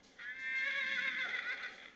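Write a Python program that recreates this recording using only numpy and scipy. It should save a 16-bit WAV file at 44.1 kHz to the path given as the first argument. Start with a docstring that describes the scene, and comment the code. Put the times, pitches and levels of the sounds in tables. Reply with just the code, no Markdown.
"""A soft rustle of hooves in dry leaves, then a horse gives one long neigh across an open paddock.
Its voice box sounds two pitches at once: a buzzing voice and a high whistle. The call starts with a
rasp, holds clean, then quavers about seven times a second, growing hoarse, and ends in blown air and
a few throat pops. Fences and trees send back echoes over a faint outdoor rush and a low rumble."""
import sys
import numpy as np
from scipy import signal
from scipy.fft import rfft, irfft
from scipy.io import wavfile

SR = 44100
rng = np.random.default_rng(int(sys.argv[2]) if len(sys.argv) > 2 else 0)


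def pcm_store(signal):
    """Save signal as 16-bit PCM."""
    levels = np.round(np.clip(np.atleast_2d(signal), -1, 1) * 32767)
    wavfile.write(sys.argv[1], SR, levels.astype(np.int16).T)


N = 85995
TIME = np.arange(N) / SR
FREQUENCIES = np.linspace(0, SR / 2, N + 1)

# the lower voice rises, holds, then quavers ever more deeply (time [s], pitch [Hz])
VOICE_PITCH = [(.19, 486.3), (.24, 477.8), (.28, 500), (.32, 505), (.35, 526.8), (.62, 527.6), (.65, 537.6),
               (.678, 556.1), (.705, 525), (.74, 546.8), (.775, 561.6), (.805, 539.1), (.84, 513.5),
               (.88, 536.8), (.92, 548.1), (.96, 524), (.985, 480.8), (1.01, 528), (1.055, 547.4),
               (1.10, 519.2), (1.145, 497.6), (1.19, 530.6), (1.225, 506.8), (1.29, 458.3), (1.345, 516.6),
               (1.373, 471), (1.39, 505.4), (1.44, 449.8), (1.49, 489.4), (1.52, 519.9), (1.56, 484.1),
               (1.61, 444.5), (1.645, 513.3), (1.665, 499.7), (1.70, 452)]
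# how hoarse it is (time [s], pitch shake [share of the pitch], strength of in-between tones [0-1])
HOARSENESS = [(.2, .05, 0.35), (.27, 0.0069, 0.16), (.36, 0.0012, 0.16), (.52, 0.0024, 0.05),
              (.62, 0.0085, 0.04), (.68, .012, 0), (.9, .013, 0), (1.05, .013, .05), (1.14, 0.031, 0.46),
              (1.2, 0.015, 0.04), (1.27, 0.0299, .45), (1.35, 0.024, 0.14), (1.43, .05, 0.23),
              (1.49, .015, 0.09), (1.58, 0.056, 0.9), (1.65, 0.028, 0.31), (1.7, 0.065, 0.05)]
FULLY_HOARSE_SHAKE, FLUTTER_HZ = .034, 40.4

def neigh():
    """One voice box makes the buzz, whistle, air and pops; the hoarser it is, the more it flutters."""
    (hz,) = in_time(VOICE_PITCH)
    shake, between = in_time(HOARSENESS)
    phase = shaky_phase(hz, shake)
    hoarse = np.clip(shake / FULLY_HOARSE_SHAKE, 0, 1)
    flutter = from_db(1.5 * hoarse * drift(FLUTTER_HZ))
    breath = low_breath()
    tones = voice(hz, phase, between, hoarse) + whistle(phase, shake)
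    return colour_call(flutter * tones + throat_air(phase) + pops()) + breath + voice_break(phase)


# how hard the lower voice sounds (time [s], level [dB])
VOICE_LEVEL = [(.15, -84.5), (.168, -68.5), (.184, -69), (.192, -51), (.25, -52), (.31, -49), (.36, -53),
               (.43, -46.5), (.52, -42.5), (.57, -38), (.63, -39.5), (.68, -37), (.73, -41), (.84, -37.5),
               (.89, -41.5), (.96, -39.5), (.98, -39), (.993, -31.5), (1.005, -42.5), (1.06, -37.5),
               (1.09, -38.5), (1.105, -43), (1.122, -40), (1.14, -47), (1.17, -41), (1.22, -36.5),
               (1.29, -46.5), (1.355, -36), (1.372, -45.5), (1.384, -45.5), (1.390, -33.5), (1.402, -46),
               (1.415, -49.5), (1.46, -45), (1.495, -36.5), (1.53, -40), (1.565, -58), (1.6, -50.5),
               (1.635, -42.5), (1.665, -44.5), (1.71, -62), (1.78, -64)]
# which tones the throat and nose favour (frequency [Hz], level [dB])
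THROAT_SHAPE = [(250, -38), (440, -41), (550, -16), (680, -30.5), (900, -28.5), (1090, -15.5), (1230, -6.5),
                (1420, 1), (1600, -2), (1800, -5), (2080, 6.5), (2280, -10), (2450, -19.5), (2640, -7.5),
                (2900, -29.5), (3150, -33), (3400, -14.5), (3750, -14), (4000, -28), (4600, -32),
                (6300, -37.5), (7300, -48), (8500, -76.5)]
# how sharply they are picked out, easing as the mouth opens (time [s], shape multiplier [times])
THROAT_FOCUS = [(.25, 1), (.5, 1.19), (.6, 1.3), (.67, 1.08), (.8, 0.98), (.95, 0.81), (1.1, 1.12),
                (1.22, 0.9), (1.35, 1.0), (1.5, 0.97), (1.7, 0.8)]

def voice(hz, phase, between, hoarse):
    """The vocal folds buzz through the throat; uneven beats add tones between the usual overtones."""
    (db,), (focus,) = in_time(VOICE_LEVEL), in_time(THROAT_FOCUS)
    buzz, power = 0, 0
    for k in range(2, 33):  # steps of half the pitch: odd steps are the in-between tones
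        strength = between if k % 2 else from_db(4 * hoarse * drift(FLUTTER_HZ))
        gain = strength * gain_at(THROAT_SHAPE, hz * k / 2) ** focus
        wander = .09 * hoarse * drift(FLUTTER_HZ)
        buzz += gain * np.sin((phase + wander) * k / 2 + rng.uniform(0, 2 * np.pi))
        power += gain ** 2 / 2
    return from_db(db) * buzz / np.sqrt(power)


# the whistle's path (time [s], pitch [Hz], level [dB])
WHISTLE_PATH = [(.18, 1660, -82), (.21, 1648, -67.5), (.24, 1637, -51.5), (.265, 1702, -43),
                (.315, 1737, -45.5), (.35, 1765, -63), (.39, 1761, -47), (.435, 1795, -49.5),
                (.465, 1807, -40.5), (.535, 1821, -42), (.565, 1764, -54.5), (.63, 1793, -40),
                (.68, 1775, -48.5), (.75, 1800, -47), (.83, 1725, -48.5), (.89, 1763, -42),
                (.97, 1745, -49), (1.03, 1724, -44), (1.1, 1730, -54), (1.2, 1713, -46.5),
                (1.3, 1792, -75.5)]
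# tones made by adding the two pitches (whistle pitch [times], voice pitch [times])
BLEND_TONES = [(1, 0), (1, 1), (1, 3), (2, -3), (2, 0)]
# how strong each of those tones is (level [dB])
BLEND_LEVELS = [-2.5, -19, -22.5, -11, -36.5]

def whistle(voice_phase, voice_shake):
    """The high second pitch mixes with the voice, making extra tones above itself."""
    hz, db = in_time(WHISTLE_PATH)
    phase = shaky_phase(hz, .6 * voice_shake)
    tones = sum(from_db(level) * np.sin(a * phase + b * voice_phase)
                for (a, b), level in zip(BLEND_TONES, BLEND_LEVELS))
    return np.sqrt(2) * from_db(db) * tones


# air rushing through the throat (time [s], level [dB])
AIR_LEVEL = [(.15, -72), (.182, -68), (.191, -55), (.235, -60.5), (.28, -74.5), (.36, -59), (.48, -58),
             (.6, -50.5), (.67, -51), (.85, -45.5), (1.0, -45.5), (1.25, -47), (1.4, -50.5), (1.53, -64),
             (1.58, -52), (1.66, -68), (1.71, -52.5), (1.76, -65), (1.84, -55), (1.885, -64), (1.91, -86.5),
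             (1.95, -84)]
# how the throat and nose shape its hiss (frequency [Hz], level [dB])
AIR_SHAPE = [(200, -35.5), (500, -31), (680, -48), (820, -19.5), (980, -22.5), (1200, -23.5), (1420, -13.5),
             (1650, 1.5), (1850, -7), (2080, 5.5), (2350, -7), (2550, -12.5), (2950, -15.5), (3400, -0.5),
             (3800, -15), (4100, -26), (5200, -26), (6400, -28), (7400, -41.5), (8500, -57)]

def throat_air(voice_phase):
    """Swirling air hisses in the throat, chopped into puffs by the vocal folds."""
    puffs = rng.standard_normal(N) * (1 + .74 * np.cos(voice_phase))
    flutter = from_db(3.16 * drift(FLUTTER_HZ))
    return from_db(in_time(AIR_LEVEL)[0]) * shaped(puffs * flutter, AIR_SHAPE)


# narrow peaks and dips in the call's tone (frequency [Hz], width [Hz], boost [dB])
CALL_BANDS = [(400, 70, -2), (690, 93, -16), (972, 90, -20), (1270, 150, -1), (1351, 20, 1.5),
              (2390, 44, 8.5), (2605, 70, -11), (3370, 42, 1.5), (4230, 23, 16), (4760, 120, 6),
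              (6150, 93, 5.5)]

def colour_call(sound):
    """Narrow peaks and dips give the call a ringing, hollow tone."""
    response = np.prod([1 + (from_db(db) - 1) / (1 + 2j * (FREQUENCIES - hz) / width)
                        for hz, width, db in CALL_BANDS], axis=0)
    return irfft(rfft(sound, 2 * N) * response)[:N]


# shrill overtones that flare up in the quavers (time [s], pitch [Hz], slide [Hz per s], level [dB])
SQUEALS = [(.6, 4240, 900.5, -58), (.815, 3780, -3000, -50.5), (.945, 3400, 0, -49),
           (1.09, 3620, -5000, -50), (1.225, 3450, 0, -52.5)]

def squeals():
    """Brief, slightly unsteady squeals about an octave above the whistle."""
    sound = 0
    for s, hz, slide, db in SQUEALS:
        phase = shaky_phase(hz + slide * (TIME - s), shake=.0054)
        sound += blip(phase, s, db, spread_s=.02)
    return sound


def voice_break(phase):
    """The voice cracks: a tone flashes up at three times the pitch of the octave below."""
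    return blip(3 * phase / 2, s=1.262, db=-56, spread_s=.012)


# throat pops as the call dies (time [s], level [dB])
POP_TIMES = [(1.710, -58), (1.781, -45), (1.801, -45.5), (1.858, -40.5), (1.883, -45.5)]
# the tones in each pop (pitch [Hz], level [dB], time to fade by 60 dB [s])
POP_TONES = [(1420, -9.5, 0.017), (2034, 1.5, 0.025), (3397, -6.5, 0.025)]

def pops():
    """Single slack beats of the vocal folds make the throat ring."""
    sound, attack_s = 0, .00026
    for s, db in POP_TIMES:
        age = np.maximum(TIME - s, 0)
        onset = 1 - np.exp(-age / attack_s)
        for hz, level, fade_s in POP_TONES:
            faded_db = np.minimum(60 * age / fade_s, 200)
            sound += onset * from_db(db + level - faded_db) * np.sin(2 * np.pi * hz * age)
    return sound


# the low, breathy part of the call (time [s], level [dB])
BREATH_LEVEL = [(.15, -71), (.6, -79), (.95, -89), (1.22, -77.5), (1.26, -56), (1.33, -60), (1.45, -60.5),
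                (1.6, -62.5), (1.85, -66.5), (1.95, -77)]
# its dull tone (frequency [Hz], level [dB])
BREATH_SHAPE = [(100, -35), (180, 0.5), (300, -3), (400, 7.5), (530, 11), (650, 3), (800, 10), (950, -10.5),
                (1400, -2), (3000, -45.5)]

def low_breath():
    """Air blows out with a low sound as the mouth opens."""
    return from_db(in_time(BREATH_LEVEL)[0]) * shaped(rng.standard_normal(N), BREATH_SHAPE)


# echoes from ground, fences and trees (delay [s], level [dB])
PADDOCK_ECHOES = [(.0133, -10), (.0342, -15.5), (.071, -16), (.118, -20)]
TAIL_FADE_S, TAIL_BUILD_S = .15, .0061

def paddock(call):
    """The call bounces back as a few clear echoes and a thin tail scattered by the trees."""
    tail = rng.standard_normal(N) * from_db(-60 * TIME / TAIL_FADE_S)
    tail *= 1 - np.exp(-TIME / TAIL_BUILD_S)
    echoes = sum(from_db(db) * np.interp(TIME - s, TIME, call, left=0) for s, db in PADDOCK_ECHOES)
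    return echoes + from_db(-9.5) * signal.fftconvolve(call, tail / np.linalg.norm(tail))[:N]


# hooves brush through dry leaves (time [s], level [dB])
HOOF_STEPS = [(0.028, -63), (0.384, -63), (.55, -61), (1.702, -64.5), (1.819, -84)]
# the crisp tone of the leaves (frequency [Hz], level [dB])
LEAF_SHAPE = [(1000, -11), (2500, -15.5), (4000, 1), (5500, 0), (6800, -2), (7600, -13), (8600, -35)]
STEP_ATTACK_S, STEP_DECAY_S = .013, .093

def hooves():
    """Each step stirs a short rustle of leaves."""
    level = 0
    for s, db in HOOF_STEPS:
        age = np.maximum(TIME - s, 0)
        level += from_db(db) * (1 - np.exp(-age / STEP_ATTACK_S)) * np.exp(-age / STEP_DECAY_S)
    rustle = rng.standard_normal(N) * from_db(drift(200))
    return level * shaped(rustle, LEAF_SHAPE)


# the tone of the outdoor rush (frequency [Hz], level [dB])
RUSH_SHAPE = [(25, 1.5), (60, -1.5), (120, -3), (190, -4), (270, 6.5), (400, -9), (520, -13), (680, -12),
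              (830, -9.5), (1100, -5), (1600, -24.5), (2100, -32.5), (2700, -9), (3400, -7), (4500, -18.5),
              (6500, -17), (7500, -28.5), (8600, -48)]
# a low rumble of the open air (time [s], level [dB])
RUMBLE_LEVEL = [(0, -74.5), (.5, -73), (.78, -66.5), (.92, -61), (1.15, -62), (1.4, -71), (1.95, -75.5)]
# its deep tone (frequency [Hz], level [dB])
RUMBLE_SHAPE = [(60, -29.5), (135, -24.5), (180, 1.5), (290, -2.5), (370, -8), (600, -43.5), (1500, -58)]

def outdoors():
    """A faint, nearly steady rush and a low rumble that swells and fades."""
    rush = from_db(-69.5 + 1.5 * drift(18)) * shaped(rng.standard_normal(N), RUSH_SHAPE)
    rumble = from_db(in_time(RUMBLE_LEVEL)[0]) * shaped(rng.standard_normal(N), RUMBLE_SHAPE)
    return rush + rumble


def from_db(db):
    """Turn decibels into a number to multiply by."""
    return 10 ** (np.asarray(db) / 20)


def rms_one(x):
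    """Scale a signal to an average power of 1."""
    return x / np.sqrt(np.mean(x ** 2) + 1e-20)


def in_time(rows):
    """Join a table's points with straight lines: one curve for each column after the time."""
    s, *columns = np.transpose(rows)
    return [np.interp(TIME, s, column) for column in columns]


def gain_at(shape, hz):
    """How strongly a shape lets these frequencies through."""
    points_hz, db = np.transpose(shape)
    return from_db(np.interp(np.log(hz + 1), np.log(points_hz), db))


def shaped(sound, shape):
    """Set a sound's balance of low and high, at an average power of 1."""
    return rms_one(irfft(rfft(sound, 2 * N) * gain_at(shape, FREQUENCIES))[:N])


def drift(speed_hz):
    """A smooth random wobble with a typical size of 1."""
    r = np.exp(-2 * np.pi * speed_hz / SR)
    return rms_one(signal.lfilter([1], [1, -2 * r, r * r], rng.standard_normal(2 * N))[N:])


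def shaky_phase(hz, shake):
    """The running angle of a wave whose pitch shakes at random."""
    return 2 * np.pi * np.cumsum(hz * (1 + shake * drift(speed_hz=183))) / SR


def blip(phase, s, db, spread_s):
    """A tone that swells and fades around time s."""
    swell = from_db(db) * np.exp(-.5 * ((TIME - s) / spread_s) ** 2)
    return np.sqrt(2) * swell * np.sin(phase)


def scene():
    """The horse, its echoes, its steps and the open air."""
    call = neigh() + squeals()
    return (call + paddock(call) + hooves() + outdoors())[None]


def record(dry):
    """The highest treble, above 8700 Hz, is cut steeply."""
    return signal.sosfilt(signal.ellip(10, .1, 80, 8700, fs=SR, output="sos"), dry)


dry = scene()
out = record(dry)
pcm_store(out)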